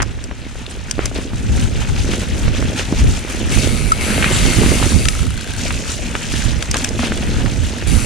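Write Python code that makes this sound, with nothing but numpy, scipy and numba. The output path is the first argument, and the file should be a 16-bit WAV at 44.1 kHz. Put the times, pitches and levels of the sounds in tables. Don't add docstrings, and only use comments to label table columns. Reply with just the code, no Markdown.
import sys
import numpy as np
from scipy import signal
from scipy.fft import rfft, irfft, next_fast_len
from scipy.io import wavfile
from scipy.ndimage import uniform_filter1d, map_coordinates
from numba import njit

SR = 44100
rng = np.random.default_rng(int(sys.argv[2]) if len(sys.argv) > 2 else 0)


def store_pcm(level_fs):
    pcm = np.round(np.clip(level_fs, -1, 1) * 32767).astype(np.int16)
    wavfile.write(sys.argv[1], SR, np.atleast_2d(pcm).T)


N = 355005
T = np.arange(N) / SR
CRUISE_M_S = 3
MODE_DRIFT = .022

# f/Hz, width/Hz, level/dB
HUB_MODES = [(1300, 100, 0), (1570, 120, -2), (2170, 220, 6), (2600, 300, -0.5), (3850, 250, -1.5),
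             (4440, 170, 0.5), (5950, 200, -2), (7450, 280, -2), (9470, 700, -5)]
# f/Hz, level/dB
HUB_TONE = [(600, -25), (1200, -44), (2400, 15.5), (4900, 7.5), (6500, 11.5), (9800, 14.5), (11000, 3.5),
            (14000, 2), (16000, -48)]


def amp(db):
    return 10 ** (np.asarray(db) / 20)


def unit(x):
    return x / np.sqrt(np.mean(x ** 2))


def curves(table):
    s, *columns = np.transpose(table)
    return [np.interp(T, s, column) for column in columns]


def tint(x, spectrum):
    hz, db = np.transpose(spectrum)
    size = next_fast_len(x.shape[-1])
    f = np.maximum(np.arange(size // 2 + 1) * SR / size, 1)
    gain = amp(np.interp(np.log(f), np.log(hz), db))
    return irfft(rfft(x, size) * gain, size)[..., :x.shape[-1]]


def resonate(x, hz, width):
    b, a = signal.iirpeak(min(hz, SR / 2 - 1), hz / width, fs=SR)
    return signal.lfilter(b, a, x)


def ring(x, modes):
    return sum(amp(db) * resonate(x, hz, width) for hz, width, db in modes)


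@njit
def sweep(x, hz, width):
    y, band, low = np.empty(len(x)), 0., 0.
    for i in range(len(x)):
        g, k = np.tan(np.pi * hz[i] / SR), width / hz[i]
        v = (band + g * (x[i] - low)) / (1 + g * (g + k))
        band, low, y[i] = 2 * v - band, low + 2 * g * v, k * v
    return y


def walk(rate):
    steps = np.cumsum(np.full(N, rate / SR))
    return unit(map_coordinates(rng.standard_normal(4096), [steps], order=1, mode="wrap"))


def swells(events, attack_s, release_s):
    total = 0
    for s, length, *sizes in events:
        corners = [s - attack_s, s, s + length, s + length + release_s]
        total = total + np.outer(sizes, np.interp(T, corners, [0, 1, 1, 0]))
    return total


def doublings(speed):
    return np.log2(speed / CRUISE_M_S)


def ports(pair):
    # f/Hz, side minus mid/dB
    side_width = [(100, -43), (350, -19), (700, -3), (1200, -1), (2400, -9.5), (4400, -9), (8000, 0),
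                  (15000, 0)]
    side = tint(pair[1], side_width)
    return np.array([pair[0] + side, pair[0] - side])


def pan(db):
    return amp(np.array([db, -db]).reshape(2, -1) / 2)


def add(out, s, sound):
    i = max(int(s * SR), 0)
    out[:, i:i + sound.shape[1]] += sound[:, :N - i]


def crackle(rate, spread_db, t60, low_hz, high_hz, width_share, patchy_db, count=12):
    out, n = 0, int(rate * N / SR / count)
    for hz in np.geomspace(low_hz, high_hz, count):
        at = rng.integers(0, N, n)
        flurry_db = patchy_db * np.interp(at, np.linspace(0, N, 160), rng.standard_normal(160))
        sizes = amp(np.minimum(spread_db * rng.exponential(size=n) + flurry_db, 13))
        hits = np.bincount(at, sizes ** 2, N) + 1e-18
        power = signal.lfilter([1], [1, -np.exp(-2 * np.log(1000) / t60 / SR)], hits)
        bursts = np.sqrt(power) * rng.standard_normal((2, N))
        out = out + resonate(bursts, hz, hz * width_share)
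    return unit(out)


def wind(speed):
    # t/s, length/s, level above the steady airflow/dB, added left minus right/dB
    gusts = [(0, 0.039, 12.5, -3), (1.05, 0.11, 7, 4), (1.42, 0.3, 12, 1), (1.86, 0.23, 8, 5),
             (2.33, 0.32, 10, 0), (3.02, 0.092, 12, 1), (3.52, 0.45, 6.5, -3.5), (4.2, 0.61, 5.5, -1),
             (4.95, 0.25, 7, -1.5), (5.26, 0.053, 5.5, -3.5), (6.33, 0.22, 4, -4.5), (7.22, 0.19, 4.5, 7),
             (7.47, 0.17, 4, -8.5), (7.93, 0.069, 10, -7.5)]
    # f/Hz, level/dB
    wind_tone = [(15, 8.5), (30, 2.5), (60, 6), (110, 1.5), (150, -5.5), (250, -21), (500, -39),
                 (1500, -57)]
    # f/Hz, level/dB
    gust_tone = [(60, -32), (150, -2), (260, -1), (450, -11), (900, -26.5), (2500, -82)]
    gust_db, push_db = swells(gusts, attack_s=0.13, release_s=0.11)
    level_db = -22.5 + 6 * doublings(speed) + gust_db
    eddies = rng.standard_normal((2, N)) * amp(3.23 * np.array([walk(24), walk(24)]))
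    buffet = unit(tint(eddies, wind_tone)) * amp(level_db)
    flutter = unit(tint(eddies, gust_tone)) * amp(1.45 * level_db - 10)
    return (buffet + flutter) * pan(-2 + push_db)


def rumble(speed, rough_db):
    # t/s, length/s, level above the rolling rumble/dB
    ruts = [(1.56, 0.043, 9), (2.05, 0.19, 6), (3.6, 0.071, 3.5), (5.65, 0.017, 7.5), (6.34, 0.025, 5),
            (7.47, 0.06, 4), (7.97, 0.048, 4)]
    rut_db, = swells(ruts, attack_s=0.023, release_s=0.007)
    lumps_db = 1 * walk(18)
    return -30 + 11.5 * doublings(speed) + rough_db + rut_db + lumps_db


def frame(level_db):
    # f/Hz, level/dB
    frame_tone = [(60, 8.5), (130, -2), (230, 0), (320, -4), (450, -7), (620, -9.5), (900, -28),
                  (2000, -46), (5000, -63)]
    bumps = crackle(rate=380, spread_db=2.1, t60=0.014, low_hz=100, high_hz=900,
                    width_share=.8, patchy_db=1.5, count=4)
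    bumps = bumps + amp(-20) * rng.standard_normal((2, N))
    thuds = unit(ports(unit(tint(bumps, frame_tone)))) * amp(level_db)
    mount_hz = 233.3 * (1 + .05 * walk(5.6))
    mount = unit(sweep(bumps[0], mount_hz, 27.)) * amp(0.8 * level_db - 15.5)
    return (thuds + mount) * pan(-3.2)


def jolts():
    # t/s, f/Hz, level at the left port/dB, decay/s, share and sign of the swing at the right port
    hits = [(3.919, 1293, 6.5, 0.0054, -0.62), (5.055, 1320, -17, 0.013, 0.13),
            (5.088, 1280, -23.5, 0.022, 0.24), (6.822, 256, -20, 0.03, 1), (6.992, 239.5, -11, 0.023, 0.96)]
    out, t = np.zeros((2, N)), T[:8192]
    for s, hz, db, decay_s, right in hits:
        tone = np.sin(2 * np.pi * hz * t) * (1 - np.exp(-t / 0.00092)) * np.exp(-t / decay_s)
        add(out, s, amp(db) * tone * np.array([[1], [right]]))
    return out


def scrapes():
    # t/s, length/s, level/dB, f/Hz, width/Hz, left minus right/dB
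    rubs = [(0.002, 0.026, -25.5, 1760, 1200, 8), (0.696, 0.018, -39, 8300, 1800, -12),
            (1, 0.045, -31, 1500, 2000, 3), (1.15, 0.05, -32, 550, 497, 0),
            (4.246, 0.035, -21, 2250, 1200, 2), (4.319, 0.055, -23.5, 7440, 1396, -4),
            (5.012, 0.012, -23.5, 2500, 350, 2), (6.738, 0.033, -25.5, 1000, 1200, -1)]
    edge_s = 0.005
    out, t = np.zeros((2, N)), T[:8192]
    for s, length, db, hz, width, pan_db in rubs:
        slips = rng.standard_normal((2, len(t))) * (rng.random(len(t)) < 2500 / SR)
        rub = unit(ports(resonate(resonate(slips, hz, width), hz, width)))
        contact = np.interp(t, [0, edge_s, length, length + edge_s], [0, 1, 1, 0])
        add(out, s, rub * contact * amp(db) * pan(pan_db))
    return out


def knocks():
    # t/s, thump level before trim/dB, thump f/Hz, snap level before trim/dB, snap f/Hz
    impacts = [(0.0015, -22, 394, -10.5, 1500), (0.0202, -26, 650, -17, 850),
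               (0.0298, -36, 800, -19.5, 960), (0.3114, -30, 500, -23, 1400), (0.465, -26, 250, -38, 900),
               (0.555, -31, 460, -33, 1000), (0.981, -21, 300, -25, 900), (0.9911, -11.5, 376, -14.5, 1100),
               (1.114, -24, 610, -31, 1000), (1.161, -20, 420, -31, 800), (1.187, -18.5, 333, -43, 900),
               (1.333, -16.5, 187, -28, 1000), (1.963, -54, 450, -23, 2230), (2.046, -16.5, 250, -26, 1200),
               (2.091, -20, 307, -26, 1300), (2.135, -16.5, 316, -17, 1400),
               (2.4796, -24, 420, -15.5, 1660), (2.625, -20, 400, -17, 1400), (2.7943, -20, 474, -15, 2260),
               (2.9245, -8.5, 257, -23, 800), (3.2483, -20, 330, -26, 1400), (3.573, -21, 305, -23, 900),
               (4.181, -17, 393, -37, 1400), (4.225, -30, 328, -7.5, 1710), (4.2289, -33, 400, -8, 2410),
               (4.2426, -38, 410, -5, 2020), (4.261, -12.5, 190, -20, 2900), (4.633, -14, 332, -16, 900),
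               (4.661, -8, 240, -14, 2000), (4.717, -15, 450, -22, 993), (4.826, -20, 645, -13, 1053),
               (4.864, -13.5, 280, -25, 1100), (4.92, -21, 315, -23, 800), (5.7058, -40, 500, -13, 1480),
               (6.1516, -21.5, 404, -12, 1630), (6.338, -17, 267, -23, 1500), (6.565, -18, 153, -44, 1200),
               (6.7415, -20, 453, -23, 1200), (6.758, -20, 500, -27, 1300), (6.846, -37, 400, -22, 1700),
               (6.992, -23, 600, -16, 900), (7.033, -15, 710, -20, 1100), (7.1198, -20, 503, -14, 1600),
               (7.46, -27, 323, -18, 1400), (7.824, -19, 366, -20, 1793)]
    thump_trim_db, snap_trim_db = 5.5, 8.0
    out, t = np.zeros((2, N)), T[:4096]
    crack_s, side_lag_s = .001, .00015
    crack = np.array([np.sinc((t - at) * SR) for at in (crack_s, crack_s + side_lag_s)])
    wood = signal.butter(4, 3400, fs=SR, output="sos")
    for s, thump_db, hz, snap_db, snap_hz in impacts:
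        thump = np.sin(2 * np.pi * hz * t) * hz * t * np.exp(-hz * t / 0.37)
        splinters = amp(-26) * rng.standard_normal((2, len(t)))
        blow = ports(crack + splinters) * np.exp(-t / .007)
        width = 1.4 * snap_hz
        snap = signal.sosfilt(wood, resonate(resonate(blow, snap_hz, width), snap_hz, width))
        thump = thump / np.abs(thump).max() * amp(thump_db + thump_trim_db)
        snap = snap / np.abs(snap).max() * amp(snap_db + snap_trim_db)
        add(out, s, thump + snap)
    return out


def clacks():
    # t/s, level before trim/dB, 1-3.5 kHz body level before trim/dB, left minus right/dB
    strikes = [(0.0204, -10, -13, -11), (0.026, -12, -15, -17), (0.2397, -13.5, -11, 2),
               (0.6643, -27.5, 7, 5), (0.911, -1, -11, 5), (1.0562, -1.5, -11, 2), (3.919, -19.5, -9, -33),
               (5.054, -7, 0.5, 7), (5.085, -0.5, -4.5, 4), (6.6248, -5, -2.5, 4), (6.712, -1.5, -11, 0),
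               (6.7422, -7, -1.5, 2), (6.768, -3, -7.5, 1.0), (6.8443, -3, -7, 4.5), (6.889, -9, -24, -1),
               (7.1745, -15, -1, -1)]
    # f/Hz, width/Hz, level/dB
    steel_modes = [(5000, 84, 14), (5720, 1130, 9.5), (7460, 47, 9), (8160, 220, 3), (9400, 520, -12),
                   (14500, 1100, -4.5)]
    level_trim_db, body_trim_db = -5.0, 5.0
    out, t = np.zeros((2, N)), T[:4096]
    chatter = np.exp(-(t / .0036) ** 4) + amp(-15) * np.exp(-t / .007)
    for s, level_db, body_db, pan_db in strikes:
        contacts = rng.standard_normal((2, len(t))) * chatter
        steel = unit(resonate(ring(contacts, steel_modes), 7500, 5900))
        body = unit(resonate(resonate(contacts, 3630, 2100), 1500, 1500))
        clack = ports(steel + amp(body_db + body_trim_db) * body) / np.abs(steel[0]).max()
        add(out, s, clack * amp(level_db + level_trim_db) * pan(pan_db))
    return out


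def pawl_ticks(count=14):
    # t/s, f/Hz
    spoke_pitch = [(5.28, 1310), (5.37, 1580)]
    start_s, gap_s, quicken_s = 5.151, .0405, .001
    k = np.arange(count)
    tick_s = start_s + k * gap_s - quicken_s * k ** 2 / 2
    drops = np.zeros(N)
    drops[(tick_s * SR).astype(int)] = amp(rng.standard_normal(count))
    contacts = signal.oaconvolve(drops, np.exp(-T[:1024] / .0022))[:N] * rng.standard_normal((2, N))
    ticks = ports(ring(contacts, HUB_MODES) + amp(-8) * tint(contacts, HUB_TONE))
    hz = curves(spoke_pitch)[0] * (1 + MODE_DRIFT * walk(30))
    pulses, width_hz = drops + 1e-18, 100.
    overtone = sweep(pulses, 2.76 * hz, width_hz)
    spoke = sweep(pulses, hz, width_hz) + amp(-6) * overtone
    return (amp(-27.5) * ticks + amp(-19.5) * spoke / np.abs(spoke).max()) * pan(2.7)


def freehub(speed):
    # t/s, length/s, level at cruising speed before trim/dB, fade by the end/dB
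    coasts = [(3.509, 0.75, -25.5, 3), (4.003, 1.43, -29, -5), (7.867, 0.64, -23.5, 11)]
    pawls_per_m, release_s, trim_db = 38, 0.39, -2.0
    catch_up = 0.5
    gain, slip = 0, 1
    for s, length, db, fade_db in coasts:
        progress = np.clip((T - s) / length, 0, 1)
        coasting = np.interp(T, [s, s + 0.0063, s + length - release_s, s + length], [0, 1, 1, 0])
        gain = gain + coasting * amp(db - fade_db * progress ** 2)
        slip = np.where(T > s, 1 - catch_up * progress ** 6, slip)
    rate = pawls_per_m * speed * slip
    turns = np.cumsum(rate * (1 + 0.022 * walk(40))) / SR
    since_drop_s = turns % 1 / rate
    drops = np.exp(-since_drop_s / .004) + .4
    drops = drops / np.sqrt(uniform_filter1d(drops ** 2, size=2048))
    rattle, shell = drops * rng.standard_normal((2, N)), 0
    for hz, width, db in HUB_MODES:
        centre = hz * (1 + MODE_DRIFT * walk(7))
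        mode = np.array([sweep(side, centre, float(width)) for side in rattle])
        shell = shell + mode * amp(db + 2.5 * walk(8))
    ticks = unit(tint(drops * rng.standard_normal((2, N)), HUB_TONE))
    buzz = unit(ports(unit(shell) + amp(-2.5) * ticks))
    return buzz * gain * amp(9 * doublings(speed) + trim_db) * pan(3.4)


def leaves(speed, bright_db):
    # t/s, length/s, level above the rolling rustle/dB
    crunches = [(0.71, 0.009, 3.5), (1.01, 0.072, 3.5), (1.15, 0.062, 4), (1.54, 0.12, 5.5),
                (1.82, 0.0072, 6), (1.96, 0.043, 2.5), (2.12, 0.015, 5), (2.21, 0.016, 6.5),
                (2.44, 0.016, 3), (2.55, 0.0043, 4), (2.78, 0.028, 7), (2.975, 0.029, 4.5),
                (3.08, 0.015, 3.5), (3.31, 0.02, 3), (3.52, 0.13, 4), (5.59, 0.071, 4), (5.88, 0.036, 2.5),
                (6.15, 0.13, 2), (6.32, 0.18, 4), (6.75, 0.11, 3.5), (7, 0.065, 3.5), (7.41, 0.09, 0.5),
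                (7.97, 0.073, 1.5)]
    # f/Hz, level/dB
    leaf_tone = [(200, -24), (500, -5), (850, -1), (1100, -5.5), (1450, -0.5), (2100, -0.5), (2600, 1.5),
                 (3400, -1.5), (4700, -5), (6500, -3.5), (8300, -8), (9900, -10.5), (11000, -17),
                 (13000, -16), (15500, -16)]
    crunch_db, = swells(crunches, attack_s=.025, release_s=.04)
    level_db = -30 + 10 * doublings(speed) + crunch_db
    grains = crackle(rate=2800, spread_db=2.8, t60=.024, low_hz=700, high_hz=10000,
                     width_share=.3, patchy_db=3, count=16)
    rustle = amp(-3) * rng.standard_normal((2, N))
    clumps = (grains + rustle) * amp(1.1 * walk(18))
    crunch = unit(ports(tint(clumps, leaf_tone)))
    treble = signal.sosfiltfilt(signal.butter(2, 4200, "high", fs=SR, output="sos"), crunch)
    flicker_db = 1.3 * walk(20)
    tilt = amp(bright_db + 0.15 * crunch_db + 4.0 + flicker_db)
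    tilted = (crunch + (tilt - 1) * treble) / np.sqrt(0.56 + 0.5 * tilt ** 2)
    return tilted * amp(level_db) * pan(1.75)


def scene():
    # t/s, speed/(m/s), leaf brightness before offsets/dB, ground roughness/dB
    ride = [(0, 2.07, -10, 2), (0.45, 1.66, -9.5, -1), (0.8, 2.03, -8.5, 1), (1.42, 2.12, -5, 4.5),
            (2.1, 3.24, -5, -4), (2.55, 2.87, -7, 6.5), (3.28, 3.24, -3.5, -3.5), (3.55, 3.66, -3, 5),
            (3.92, 2.6, -5, 3.5), (4.15, 4.48, -26, 2.5), (4.4, 5.4, -5, -2), (4.75, 5.18, -4, 5),
            (5.1, 3.13, -1, -3.5), (5.36, 2.41, -5.5, -5), (5.7, 3.59, -1, -1.5), (6.6, 3, -5, -1),
            (7.2, 3.52, -7, 4), (8.05, 3, -3, -3)]
    speed, bright_db, rough_db = curves(ride)
    hub = freehub(speed) + pawl_ticks()
    blows = clacks() + knocks() + scrapes() + jolts()
    return wind(speed) + frame(rumble(speed, rough_db)) + blows + hub + leaves(speed, bright_db)


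def record(dry):
    # f/Hz, level/dB
    housing = [(10, -24), (25, 0), (10000, 0), (11500, -3), (14500, -7.5), (16000, -22)]
    clipped = np.clip(tint(dry, housing), -1, 1)
    top_cut = signal.ellip(8, .2, 70, 15300, fs=SR, output="sos")
    return signal.sosfilt(top_cut, clipped)


dry = scene()
out = record(dry)
store_pcm(out)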